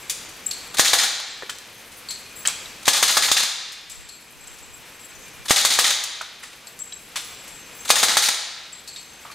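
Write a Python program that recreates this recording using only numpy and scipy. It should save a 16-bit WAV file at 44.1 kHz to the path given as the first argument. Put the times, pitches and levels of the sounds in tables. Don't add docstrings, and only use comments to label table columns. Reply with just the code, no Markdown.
import sys
import numpy as np
from scipy import signal
from scipy.fft import rfft, irfft, next_fast_len
from scipy.io import wavfile
from scipy.ndimage import uniform_filter1d

SR = 44100
rng = np.random.default_rng(int(sys.argv[2]) if len(sys.argv) > 2 else 0)


def dump_mix(stems):
    frames = np.atleast_2d(stems).T
    limited = np.clip(frames, -1, 1)
    pcm = np.round(limited * 32767).astype(np.int16)
    wavfile.write(sys.argv[1], SR, pcm)


def ratio(d):
    e = np.asarray(d, float) / 20
    return 10 ** e


N = 411894
SIZE = next_fast_len(N + 2 * SR)
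HZ = np.maximum(np.arange(SIZE // 2 + 1) * SR / SIZE, 1)


def at_hz(points, hz=HZ):
    table = np.array(points)
    return np.interp(np.log(hz), np.log(table[:, 0]), table[:, 1])


def rms_one(x):
    return x / np.sqrt(np.mean(x ** 2) + 1e-20)


def colour(x, gain):
    return irfft(rfft(x, SIZE) * gain, SIZE)[..., :N]


def shape(points):
    inside = (HZ > points[0][0] * .7) * (HZ < points[-1][0] * 1.02)
    return ratio(at_hz(points)) * inside


def hump(hz, width_hz):
    return 1 / np.sqrt(1 + ((HZ - hz) / (width_hz / 2)) ** 2)


def grit(spread_db):
    return rng.standard_normal(N) * ratio(spread_db * np.minimum(rng.exponential(1, N), 4))


def coloured_noise(gain):
    return rms_one(colour(rng.standard_normal(N), gain))


def coloured_grit(spread_db, gain):
    return rms_one(colour(grit(spread_db), gain))


def drift(rate_hz):
    return coloured_noise(hump(0, 2 * rate_hz) ** 2)


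def add(out, s, piece):
    i = round(s * SR)
    out[i:i + len(piece)] += piece[:N - i]


def clatter(hits, gain, spread_db, rise_s, hold_s, offset_db, low_t60=9, lumps_db=0):
    body = rfft(grit(spread_db), SIZE) * gain
    low = 1 / (1 + (HZ / 2200) ** 6)
    high = 1 / (1 + (5500 / HZ) ** 6)
    bands = np.array([rms_one(irfft(body * g, SIZE)[:N]) for g in (low, 1 - low - high, high)])
    if lumps_db:
        bands = bands * ratio(lumps_db * np.array([drift(70) for _ in bands]))
    out, t = np.zeros(N), np.arange(SR // 3) / SR
    fade = ratio(-60 * t / max(low_t60, .01) * np.array([[1], [0], [0]]))
    for s, db, low_db, high_db, t60 in hits:
        i = round(s * SR)
        decay_db = -60 * np.maximum(t - hold_s, 0) / max(t60, .01)
        env = np.minimum(t / rise_s, 1) * ratio(db + offset_db + decay_db)
        shares = ratio(np.array([low_db, 0, high_db]))
        noise = shares @ (bands[:, i:i + len(t)] * fade[:, :N - i])
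        add(out, s, noise * env[:N - i])
    return out


def rings(hits, split_hz, offset_db):
    out, t = np.zeros(N), np.arange(SR // 2) / SR
    for (s, db, hz, t60), luck in zip(hits, rng.normal(0, 1, (len(hits), 3))):
        tone = sum(np.sin(2 * np.pi * (hz + split_hz * u) * t) for u in luck)
        env = np.minimum(t / 0.00075, 1) * ratio(db + offset_db - 2.5 - 60 * t / max(t60, .02))
        add(out, s, tone * env)
    return out


def sung(hits, hz, width_hz, rise_s, offset_db):
    env, t = np.zeros(N), np.arange(SR) / SR
    for s, db, t60 in hits:
        add(env, s, np.minimum(t / rise_s, 1) * ratio(db + offset_db - 60 * t / max(t60, .02)))
    return env * coloured_grit(3.3, hump(hz, width_hz) ** 2)


def after(times, levels_db, contact):
    return [(s + contact[0], db, *contact[1:]) for s, db in zip(times, levels_db)]


OPEN_DB, DUCK_DB = 0.87, -13
DUCK_S, RECOVER_S = 0.087, 0.35
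START_DUCKED_S = -1.6


def gain_control():
    ends = [(START_DUCKED_S, 2)] + [(burst[-1][0], len(burst)) for burst in BURSTS]
    end, count = np.transpose(ends)[..., None]
    late = np.maximum(np.arange(N) / SR - end, 0)
    dips = (1 - np.exp(-late / DUCK_S)) * np.exp(-late / (RECOVER_S * count))
    return OPEN_DB + DUCK_DB * np.max(dips, axis=0)


# (frequency [Hz], level [dB per Hz])
DUCT_RUMBLE = [(12, -30), (20, -3.5), (60, -2), (215, -0.5), (282, -1.5), (499, -2.5), (600, -12),
               (780, -51), (1320, -120)]
# (frequency [Hz], level [dB per Hz])
VENT_HISS = [(240, -13), (400, -15), (456, -2.5), (569, -3), (1130, -2), (2410, 0), (4510, -6), (6250, -8),
             (6940, -9.5), (7500, -8.5), (9000, -13.5), (11700, -44), (19800, -120)]
RUMBLE_DB, HISS_DB = -52, -43


def ventilation():
    rumble = ratio(RUMBLE_DB) * coloured_noise(shape(DUCT_RUMBLE))
    hiss = ratio(HISS_DB + .8 * drift(6)) * coloured_noise(shape(VENT_HISS))
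    duct = ratio(HISS_DB - 13.5 + 2.4 * drift(4)) * coloured_noise(hump(2440, 200) ** 2)
    return ratio(gain_control()) * (rumble + hiss + duct)


WALL_HZ, MOUTH_HZ = 7643, 4340
# (time [s], length [s], wall ring at start [dB], at end [dB])
ROLLING_CASES = [
    (0.0, 0.37, -30, -67),
    (1.3, 0.27, -32, -69),
    (2.05, .4, -68, -47),
    (3.71, 2.4, -53, -45),
    (6.55, .55, -60, -58),
    (7.24, 0.71, -39, -35),
    (8.748, 0.5, -56, -45),
]


def rolling():
    t, level_db = np.arange(N) / SR, np.full(N, -90.)
    for s, length, start_db, end_db in ROLLING_CASES:
        times = [s - .02, s, s + length, s + length + .05]
        level_db = np.maximum(level_db, np.interp(t, times, [-90, start_db, end_db, -90]))
    return ratio(level_db - 14.0 + 3.9 * drift(25)) * coloured_grit(3.2, hump(WALL_HZ, 70) ** 2)


# (frequency [Hz], level [dB per Hz])
RUSTLE_COLOUR = [(3000, -27), (6000, -20), (9000, -1), (12000, 0), (15500, -8.5)]
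RUSTLE_DB, RUSTLE_KNEE_DB, RUSTLE_SLOPE = -52, -2, 1.4


def rustling():
    level_db = RUSTLE_DB + RUSTLE_SLOPE * np.minimum(gain_control() - RUSTLE_KNEE_DB, 0)
    lower = ratio(level_db - 9 + 5.0 * drift(7)) * coloured_grit(4.0, hump(6290, 110) ** 2)
    upper = sum(ratio(level_db - 19 + 5.0 * drift(7)) * coloured_grit(4.0, hump(hz, 90) ** 2)
                for hz in (11100, 11820))
    rustle = ratio(level_db - 2.0 + 2.4 * drift(22)) * coloured_grit(4.9, shape(RUSTLE_COLOUR))
    return lower + upper + rustle


# (frequency [Hz], level [dB per Hz])
BRASS_COLOUR = [(300, -28), (600, -2), (1200, 5.5), (2500, 1), (4500, -1), (7000, -2.5), (10000, -6.5),
                (15500, -19)]
# (time [s], middle band peak [dB], fall by 60 dB [s])
TICKS = [(0.0967, -16, 0.097), (0.0994, -25.5, 0.11), (0.4384, -36, 0.021), (0.5105, -21.5, 0.098),
         (1.5824, -46, 0.055), (1.6644, -52, 0.049), (1.9174, -39, 0.24), (2.0867, -32, 0.07),
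         (2.1056, -23.5, 0.088), (3.7194, -33, 0.12), (3.897, -32.5, 0.28), (4.0886, -34, 0.076),
         (4.4694, -36, 0.07), (4.585, -37, 0.062), (5.2794, -37, 0.07), (6.6702, -36, 0.045),
         (6.0375, -17.5, 0.058), (8.721, -37, 0.07), (8.876, -32, 0.12)]
# (time [s], middle band peak [dB], fall by 60 dB [s])
PINGS = [
    (0.2894, -48, 0.057),
    (0.462, -42, 0.07),
    (1.2, -46, .04),
    (1.585, -48, 0.036),
    (6.215, -44, 0.036),
    (2.472, -30.5, 0.023),
    (6.7904, -45, 0.048),
    (7.478, -46, 0.07),
]
# (time [s], middle band peak [dB], fall by 60 dB [s])
SMACKS = [
    (1.4944, -17.5, 0.082),
    (2.4516, -18.5, 0.29),
    (2.4578, -21.5, 0.12),
    (2.4827, -18, 0.068),
    (6.4337, -28, 0.19),
    (6.5294, -34, 0.07),
    (9.3157, -30.5, 0.11),
]
# (time [s], middle band peak [dB], fall by 60 dB [s])
SLAPS = [
    (7.1575, -12.5, 0.093),
    (7.168, -22.5, 0.27),
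]
# (time [s], middle band peak [dB], fall by 60 dB [s])
THUDS = [
    (1.1974, -29, 0.055),
    (1.422, -33, 0.091),
    (6.2123, -26.5, 0.094),
    (9.2525, -35.5, 0.12),
]
# (time [s], middle band peak [dB], fall by 60 dB [s])
CLACKS = [
    (2.6575, -27, 0.024),
    (6.924, -22.5, 0.039),
    (8.9605, -24.5, 0.14),
]
# (low re middle [dB], high re middle [dB])
TICK, PING, SMACK = (-15.5, 5.9), (-35, 20.6), (-5.5, -2.4)
SLAP, THUD, CLACK = (-7, -3.5), (8, -11), (-19, -10)


def case_knocks():
    kinds = ((TICKS, TICK), (PINGS, PING), (SMACKS, SMACK), (SLAPS, SLAP), (THUDS, THUD), (CLACKS, CLACK))
    landings = [(s, db, *surface, t60) for rows, surface in kinds for s, db, t60 in rows]
    return clatter(landings, shape(BRASS_COLOUR), spread_db=4.6, rise_s=0.00057, hold_s=0.00062,
                   offset_db=-12.5)


# (time [s], peak [dB], fall by 60 dB [s])
WALL_RINGS = [(0.4624, -12, 0.064), (0.4844, -32, 0.15), (0.5114, -33, 0.16), (0.5182, -35, 0.16),
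              (1.495, -37, 0.17), (2.0916, -30, 0.24), (2.134, -39, 0.2), (2.3595, -20.5, 0.074),
              (2.3994, -35, 0.52), (2.4728, -33, 0.11), (3.899, -38.5, 0.67), (4.0916, -41, 0.47),
              (4.4064, -42, 0.27), (4.4717, -36.5, 0.19), (4.5394, -48, 0.22), (4.6249, -38.5, 0.32),
              (4.7366, -42, 0.26), (4.994, -42, 0.65), (6.425, -44, 0.36), (6.6687, -36, 0.17),
              (6.793, -26, 0.12), (6.8164, -32, 0.2), (6.9316, -33.5, 0.25), (7.165, -35, 0.54),
              (8.7276, -35.5, 0.26), (8.8812, -37.5, 0.39), (8.961, -41, 0.33)]
# (time [s], peak [dB],
# frequency [Hz], fall by 60 dB [s])
FAINT_TONES = [(.104, -36, 7040, 0.19), (.465, -42, 11840, 0.31), (2.355, -47, 13550, 0.48),
               (2.392, -43, 11150, 0.25), (2.39, -45, 15000, .3), (2.37, -49, 9100, .3),
               (4.15, -54, 11800, .3), (4.39, -64, 13800, 0.96), (4.39, -65, 12050, .6),
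               (4.81, -65, 15100, .5), (6.43, -45, 9400, 0.14), (6.68, -50, 11800, .3),
               (7.245, -44.5, 11150, 0.38), (7.245, -50, 15100, .5), (7.75, -53, 11150, 1.0),
               (7.75, -51, 15000, .5), (7.62, -59, 6300, .6), (7.79, -46, 6330, 0.6), (8.66, -66, 9800, .2),
               (9.15, -59, 9800, 0.26),
               (4.59, -55, 6800, .5),
    (5.15, -52, 6900, 0.34),
    (5.15, -51, 6050, .5),
    (5.35, -53, 11000, .2),
    (5.12, -52, 2450, .5),
    (5.25, -49, 2380, .5),
    (9.06, -55, 6300, .4),
    (9.19, -52, 6300, .4),
    (0.45, -50, 15300, .2),
]


def case_rings():
    walls = sung(WALL_RINGS, WALL_HZ, 125, 0.0021, -4.5)
    return walls + rings(FAINT_TONES, 31, -1.3)


# (time [s], peak [dB], fall by 60 dB [s])
MOUTH_RINGS = [
    (0.5115, -18, 0.081),
    (0.5264, -31.5, 1),
    (2.0867, -24.5, 0.14),
    (2.1046, -25, 0.4),
    (4.0901, -36, 0.56),
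    (6.6702, -30, 0.079),
    (8.8757, -28.5, 0.36),
    (8.9605, -37, 0.53),
    (9.3137, -34, 0.15),
]
# (time [s], peak [dB], frequency [Hz], fall by 60 dB [s])
BENCH_KNOCKS = [(1.423, -34, 526, 0.038), (1.423, -31, 1880, 0.025), (1.423, -31, 1500, .025),
                (1.432, -32, 513, 0.061), (1.432, -30, 1700, .03), (1.495, -24.5, 1400, 0.032),
                (1.495, -31, 1650, 0.055), (1.497, -27, 3190, 0.026), (6.211, -24, 1326, 0.064),
                (6.211, -32, 1080, .04), (6.432, -32, 1860, 0.08), (6.432, -40, 1500, .05),
                (6.924, -33.5, 3950, 0.043), (6.922, -35, 3300, .03), (8.9605, -36, 3740, .06),
                (9.25, -37, 1150, 0.055), (9.25, -36, 747, 0.066), (9.25, -41, 2060, 0.043),
                (9.262, -47, 1250, .2), (9.30, -38, 1190, 0.11), (9.30, -45, 2400, .1)]
# (time [s], peak [dB], frequency [Hz], fall by 60 dB [s])
SHEET_STEEL = [(2.452, -22, 1750, 0.031), (2.453, -23, 2600, .03), (2.456, -20, 4560, 0.032),
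               (2.457, -16, 3130, 0.021), (2.474, -33, 2560, 0.59), (2.474, -35, 4700, 0.45),
               (2.476, -25, 3830, 0.079), (2.476, -36, 3946, .35), (2.476, -36, 3063, 0.49),
               (2.476, -36, 4200, 0.45), (2.476, -40, 2320, .3), (2.476, -29.5, 3350, 0.44),
               (2.474, -37, 5626, .4), (2.473, -5.5, 7670, 0.016), (2.473, -14, 8160, .02),
               (2.473, -16, 9300, 0.02), (2.474, -16, 6660, 0.044), (2.483, -18, 7400, .04),
               (2.484, -20, 8400, .04), (2.658, -29, 3900, .03)]


def hollow_knocks():
    mouths = sung(MOUTH_RINGS, MOUTH_HZ, 550, 0.00074, -8.5)
    return mouths + rings(BENCH_KNOCKS, 78, -2.5) + rings(SHEET_STEEL, 80.3, -4.0)


# (frequency [Hz], fall by 60 dB [s])
ECHO_T60 = [(150, 0.17), (400, 1.08), (1000, 1.25), (2800, 1.47), (5000, 1.095), (8000, 0.71),
            (13000, 0.45)]
# (frequency [Hz], level [dB])
ECHO_COLOUR = [(200, 4), (600, 0), (1500, -0.5), (2800, 1.5), (4000, 0.5), (5000, 6.5), (6200, 4),
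               (8000, 4.5), (14000, 1.5)]


def range_echo(x):
    t, tail = np.arange(2 * SR) / SR, 0
    white = rfft(rng.standard_normal(2 * SR))
    hz = np.maximum(np.arange(SR + 1) / 2, 1)
    for centre in 100 * 2 ** np.arange(0, 8, .5):
        band = irfft(white * np.clip(1 - 2 * abs(np.log2(hz / centre)), 0, 1))
        tail = tail + band * ratio(at_hz(ECHO_COLOUR, centre) - 60 * t / at_hz(ECHO_T60, centre))
    tail = tail * np.minimum(t / 0.017, 1)
    return colour(x, rfft(tail / np.sqrt(np.sum(tail ** 2)), SIZE))


# (frequency [Hz], level [dB per Hz])
STEEL_COLOUR = [(88, -58), (150, -42), (205, 10), (381, -12.5), (828, 2), (987, -2.5), (1110, -1),
                (1450, -0.5), (1840, -0.5), (2710, -8.5), (3990, -4), (5450, -5), (8680, 3), (13300, -3),
                (15600, -12)]
# (frequency [Hz], width [Hz], level [dB])
RECEIVER_MODES = [(800, 37, 1), (1150, 190, 0), (1300, 170, 4.5), (1750, 79, -0.5), (3540, 390, 3.5),
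                  (4200, 500, 1.5), (5000, 500, 1), (6690, 890, 5), (8770, 810, 1.5)]


def receiver():
    modes = sum((ratio(db) - 1) * hump(hz, width) ** 2 for hz, width, db in RECEIVER_MODES)
    return shape(STEEL_COLOUR) / (1 + (330 / HZ) ** 4) * (1 + modes)


# (trigger [dB], sear [dB], stripping a round [dB])
BURST_STARTS = [
    (-16.5, -11, -7),
    (-27, -13, -13),
    (-19.5, -11, -7.5),
    (-18, -15, -8),
]
# (time from the first pop [s], low re middle [dB], high re middle [dB], fall by 60 dB [s])
PULL = (-0.0555, -3.5, -2.5, 0.053)
RELEASE = (-0.0257, -19, -9, 0.06)
STRIP = (-0.0125, -8, -5.5, 0.075)


def trigger_pulls(body):
    firsts = [burst[0][0] for burst in BURSTS]
    pulls = after(firsts, np.transpose(BURST_STARTS)[0], PULL)
    return clatter(pulls, body, spread_db=2.5, rise_s=0.01, hold_s=0.0056, offset_db=-12)


# (time [s], middle band peak [dB], fall by 60 dB [s])
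SEAR_HOLDS = [
    (1.0337, -7.5, 0.1),
    (3.4295, -8.5, 0.072),
    (5.9041, -4, .032),
    (8.285, -3.5, 0.025),
]
# (time [s], middle band peak [dB], low re middle [dB])
BOLT_RATTLES = [(.859, -20, -3), (.886, -18, -9), (.997, -25, -5), (1.015, -15, -13), (2.944, -17, -3),
                (2.976, -23, -12), (3.092, -21, -7), (3.097, -19, -10), (3.117, -18, -4),
                (3.2321, -16, -10), (3.285, -13.5, -2), (3.3787, -17, -5), (3.4027, -11, -7),
                (5.574, -18, -7), (5.594, -20, -10), (5.713, -17, -5), (5.74, -15, -13), (5.855, -19, -7),
                (5.875, -17, -11), (7.9652, -17, -1), (7.9847, -13, -9), (8.0927, -15, -7),
                (8.121, -18, -8), (8.232, -17, -8), (8.255, -21, -10)]
RATTLE_HIGH_DB, RATTLE_T60_S = -5, 0.022
CATCH_LOW_DB, CATCH_HIGH_DB = -7, -6.5


def catches(body):
    firsts = [burst[0][0] for burst in BURSTS]
    _, release_db, strip_db = np.transpose(BURST_STARTS)
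    hits = after(firsts, release_db, RELEASE) + after(firsts, strip_db, STRIP)
    hits = hits + [(s, db, low_db, RATTLE_HIGH_DB, RATTLE_T60_S) for s, db, low_db in BOLT_RATTLES]
    hits = hits + [(s, db, CATCH_LOW_DB, CATCH_HIGH_DB, t60) for s, db, t60 in SEAR_HOLDS]
    return clatter(hits, body, spread_db=1.5, rise_s=0.00029, hold_s=0.0061, offset_db=-14.5)


# (time [s], muzzle pop [dB], bolt slam middle [dB], its low re middle [dB], its fall by 60 dB [s])
BURSTS = [
    [(.7955, -7, -3.5, -10.5, .13), (.9335, -8.5, -5.5, -2.5, 0.15)],
    [(2.8803, -7.5, -2, -7, 0.099), (3.028, -11.5, -4.5, -7, 0.14), (3.170, -8.5, -6, -1.5, 0.11),
     (3.3161, -12.5, -5, -19, 0.12)],
    [(5.508, -7.5, -4, -4.5, 0.13), (5.6506, -12, -5.5, -10.5, .13), (5.7895, -10, -5.5, -9, 0.16)],
    [(7.9038, -4.5, -1, -10.5, 0.082), (8.0305, -12, -5.5, -4, 0.14), (8.17, -10.5, -5.5, -5, 0.15)],
]
ROUNDS = [shot for burst in BURSTS for shot in burst]
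SLAM_HIGH_DB = -5.5
# (time [s], middle [dB], low re middle [dB], high re middle [dB])
RECOILS = [(.8462, -11.5, -16, -9), (.9844, -12, -12, -10), (2.932, -12, -11.5, -8.5),
           (3.0782, -11.5, -13, -7.5), (3.2223, -11.5, -14, -9.5), (3.3672, -12, -14.5, -10),
           (5.56, -10.5, -12.5, -8.5), (5.7023, -13, -13.5, -9.5), (5.8415, -11.5, -12, -9),
           (7.9564, -12, -13.5, -8), (8.0834, -13.5, -10.5, -10.5), (8.2222, -12.5, -16, -6.5)]
RECOIL_T60_S, UNLOCK_DB, UNLOCK_T60_S = 0.33, -2.5, 0.042


def bolt_slams(body):
    hits = [(s - .0012, db, low_db, SLAM_HIGH_DB, t60) for s, _, db, low_db, t60 in ROUNDS]
    hits = hits + [(s, db + UNLOCK_DB, low_db, high_db, UNLOCK_T60_S) for s, db, low_db, high_db in RECOILS]
    return clatter(hits, body, spread_db=1.0, rise_s=.0004, hold_s=0.0043, offset_db=-10, low_t60=0.26)


# (time [s], rocked apart [dB], pushed together [dB])
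JOLTS = [
    (.7955, -8, -9),
    (2.8803, -8, -20),
    (3.3161, -16, -18),
    (5.508, -12, -1.5),
]
NUDGE = (-33, -44)
# (frequency [Hz], level [dB], fall by 60 dB [s])
CAN_MODES = [(836, -10, 0.064), (1150, 5, 0.01), (1250, -9, .05), (1700, -7, 0.052), (550, -1.5, 0.013)]
POP_CUT_HZ = 150


def muzzle():
    out, rock, push, t = np.zeros(N), np.zeros(N), np.zeros(N), np.arange(SR // 3) / SR
    lead = .001

    def cycle(lag):
        return (1 - 2 * ((t - lag) / 0.00027) ** 2) * np.exp(-((t - lag) / 0.00029) ** 2)

    late = np.maximum(t - lead, 0)
    crack = -np.exp(-((t - lead + 0.00035) / .00005) ** 2)
    blast = cycle(lead) + ratio(-5.0) * cycle(lead + 0.00175) + ratio(2.0) * crack
    sway = np.sin(2 * np.pi * 58 * late) * np.minimum(late / 0.0077, 1)
    shake = ratio(-54.5 - 60 * late / 0.4) * sway
    lucks = rng.normal(0, 1.0, (len(ROUNDS), len(CAN_MODES)))
    for (s, db, *_), luck in zip(ROUNDS, lucks):
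        choices = JOLTS + [(s - .01, *NUDGE)]
        _, rock_db, push_db = min(choices, key=lambda jolt: abs(jolt[0] - s))
        can = sum(ratio(d + e - 60 * late / t60) * np.sin(2 * np.pi * hz * late)
                  for (hz, d, t60), e in zip(CAN_MODES, luck))
        add(out, s - lead, ratio(db) * (blast + ratio(-12.5) * can))
        add(rock, s - lead, ratio(rock_db) * (late / 0.00031) * np.exp(1 - late / 0.00043))
        add(push, s - lead, ratio(push_db) * (late / 0.0005) * np.exp(1 - late / 0.00023) + shake)
    return colour(out, 1 / (1 + (POP_CUT_HZ / HZ) ** 4)), rock, push


# (time after the pop [s], peak [dB], frequency [Hz], fall by 60 dB [s])
EJECTOR = (.064, -16.5, 1920, 0.0268)


def bolt_recoils(body):
    runs = [(*run, RECOIL_T60_S) for run in RECOILS]
    rattle = clatter(runs, body, spread_db=2.0, rise_s=0.00039, hold_s=0.035, offset_db=-10.0, lumps_db=2.0)
    kicks = [(s + EJECTOR[0], *EJECTOR[1:]) for s, *_ in ROUNDS]
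    return rattle + rings(kicks, 122, -3.5)


# (time [s], length [s], level [dB])
GUSTS = [
    (2.52, 0.39, -60),
    (3.82, .32, -49),
    (4.25, 0.62, -52),
    (4.95, 0.66, -55),
    (7.4, .4, -65),
]
GUST_HZ = 45


def draught():
    t = np.arange(N) / SR
    env = sum(ratio(db) * np.sin(np.pi * np.clip((t - s) / length, 0, 1)) for s, length, db in GUSTS)
    return env * ratio(2.9 * drift(8)) * coloured_noise(hump(0, 2 * GUST_HZ) ** 2 * (HZ > 15))


# (frequency [Hz], side re mid [dB])
SIDE_DB = [(60, -12), (200, -11), (400, -12), (700, -11.5), (1300, -13.5), (2400, -15), (4400, -12.5),
           (8000, -9), (15000, -2.5)]
# (frequency [Hz], side re mid [dB])
AIR_SIDE_DB = [(60, -10), (110, -15), (200, -12.5), (380, -15), (700, -11), (1290, -14.5), (2380, -16),
               (4400, -9.5), (8120, -15), (15000, -2)]
# (frequency [Hz], left re right [dB])
LEFT_DB = [(300, 1), (1300, .3), (4400, 1), (8000, 2.8), (15000, 5.5)]
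ROCK_CUT_HZ = 75


def scene():
    brass, hollow = rolling() + rustling() + case_knocks() + case_rings(), hollow_knocks()
    body = receiver()
    pop, rock, push = muzzle()
    weapon = trigger_pulls(body) + catches(body) + bolt_slams(body) + pop + bolt_recoils(body)
    feed = ratio(-6.5) * weapon + ratio(-7.5) * brass + ratio(-14) * hollow
    brass = brass + hollow
    mid = weapon + brass + push + range_echo(feed) + ventilation()
    i = np.arange(500)
    scatter = rfft(rng.standard_normal(500) * np.exp(-i / 150) * (i > 25) / 8, SIZE)
    scatter = scatter / np.sqrt(uniform_filter1d(np.abs(scatter) ** 2, size=5000))
    early = colour(weapon + brass, scatter)
    side = colour(early + range_echo(feed), ratio(at_hz(SIDE_DB)))
    side = side + colour(ventilation(), ratio(at_hz(AIR_SIDE_DB)))
    lean = np.tanh(at_hz(LEFT_DB) * np.log(10) / 40)
    side = side + colour(mid, lean) - colour(rock, 1 / (1 + (ROCK_CUT_HZ / HZ) ** 2)) + draught()
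    return np.array([mid + side, mid - side])


def low_pass(x):
    return signal.sosfilt(signal.butter(12, 15700, fs=SR, output="sos"), x)


def record(dry):
    flat = dry / (1 + np.abs(dry) ** 8) ** (1 / 8)
    top = signal.cheby2(14, 40, 16150, fs=SR, output="sos")
    mix = signal.sosfilt(top, flat)
    return low_pass(mix)


dry = scene()
out = record(dry)
dump_mix(out)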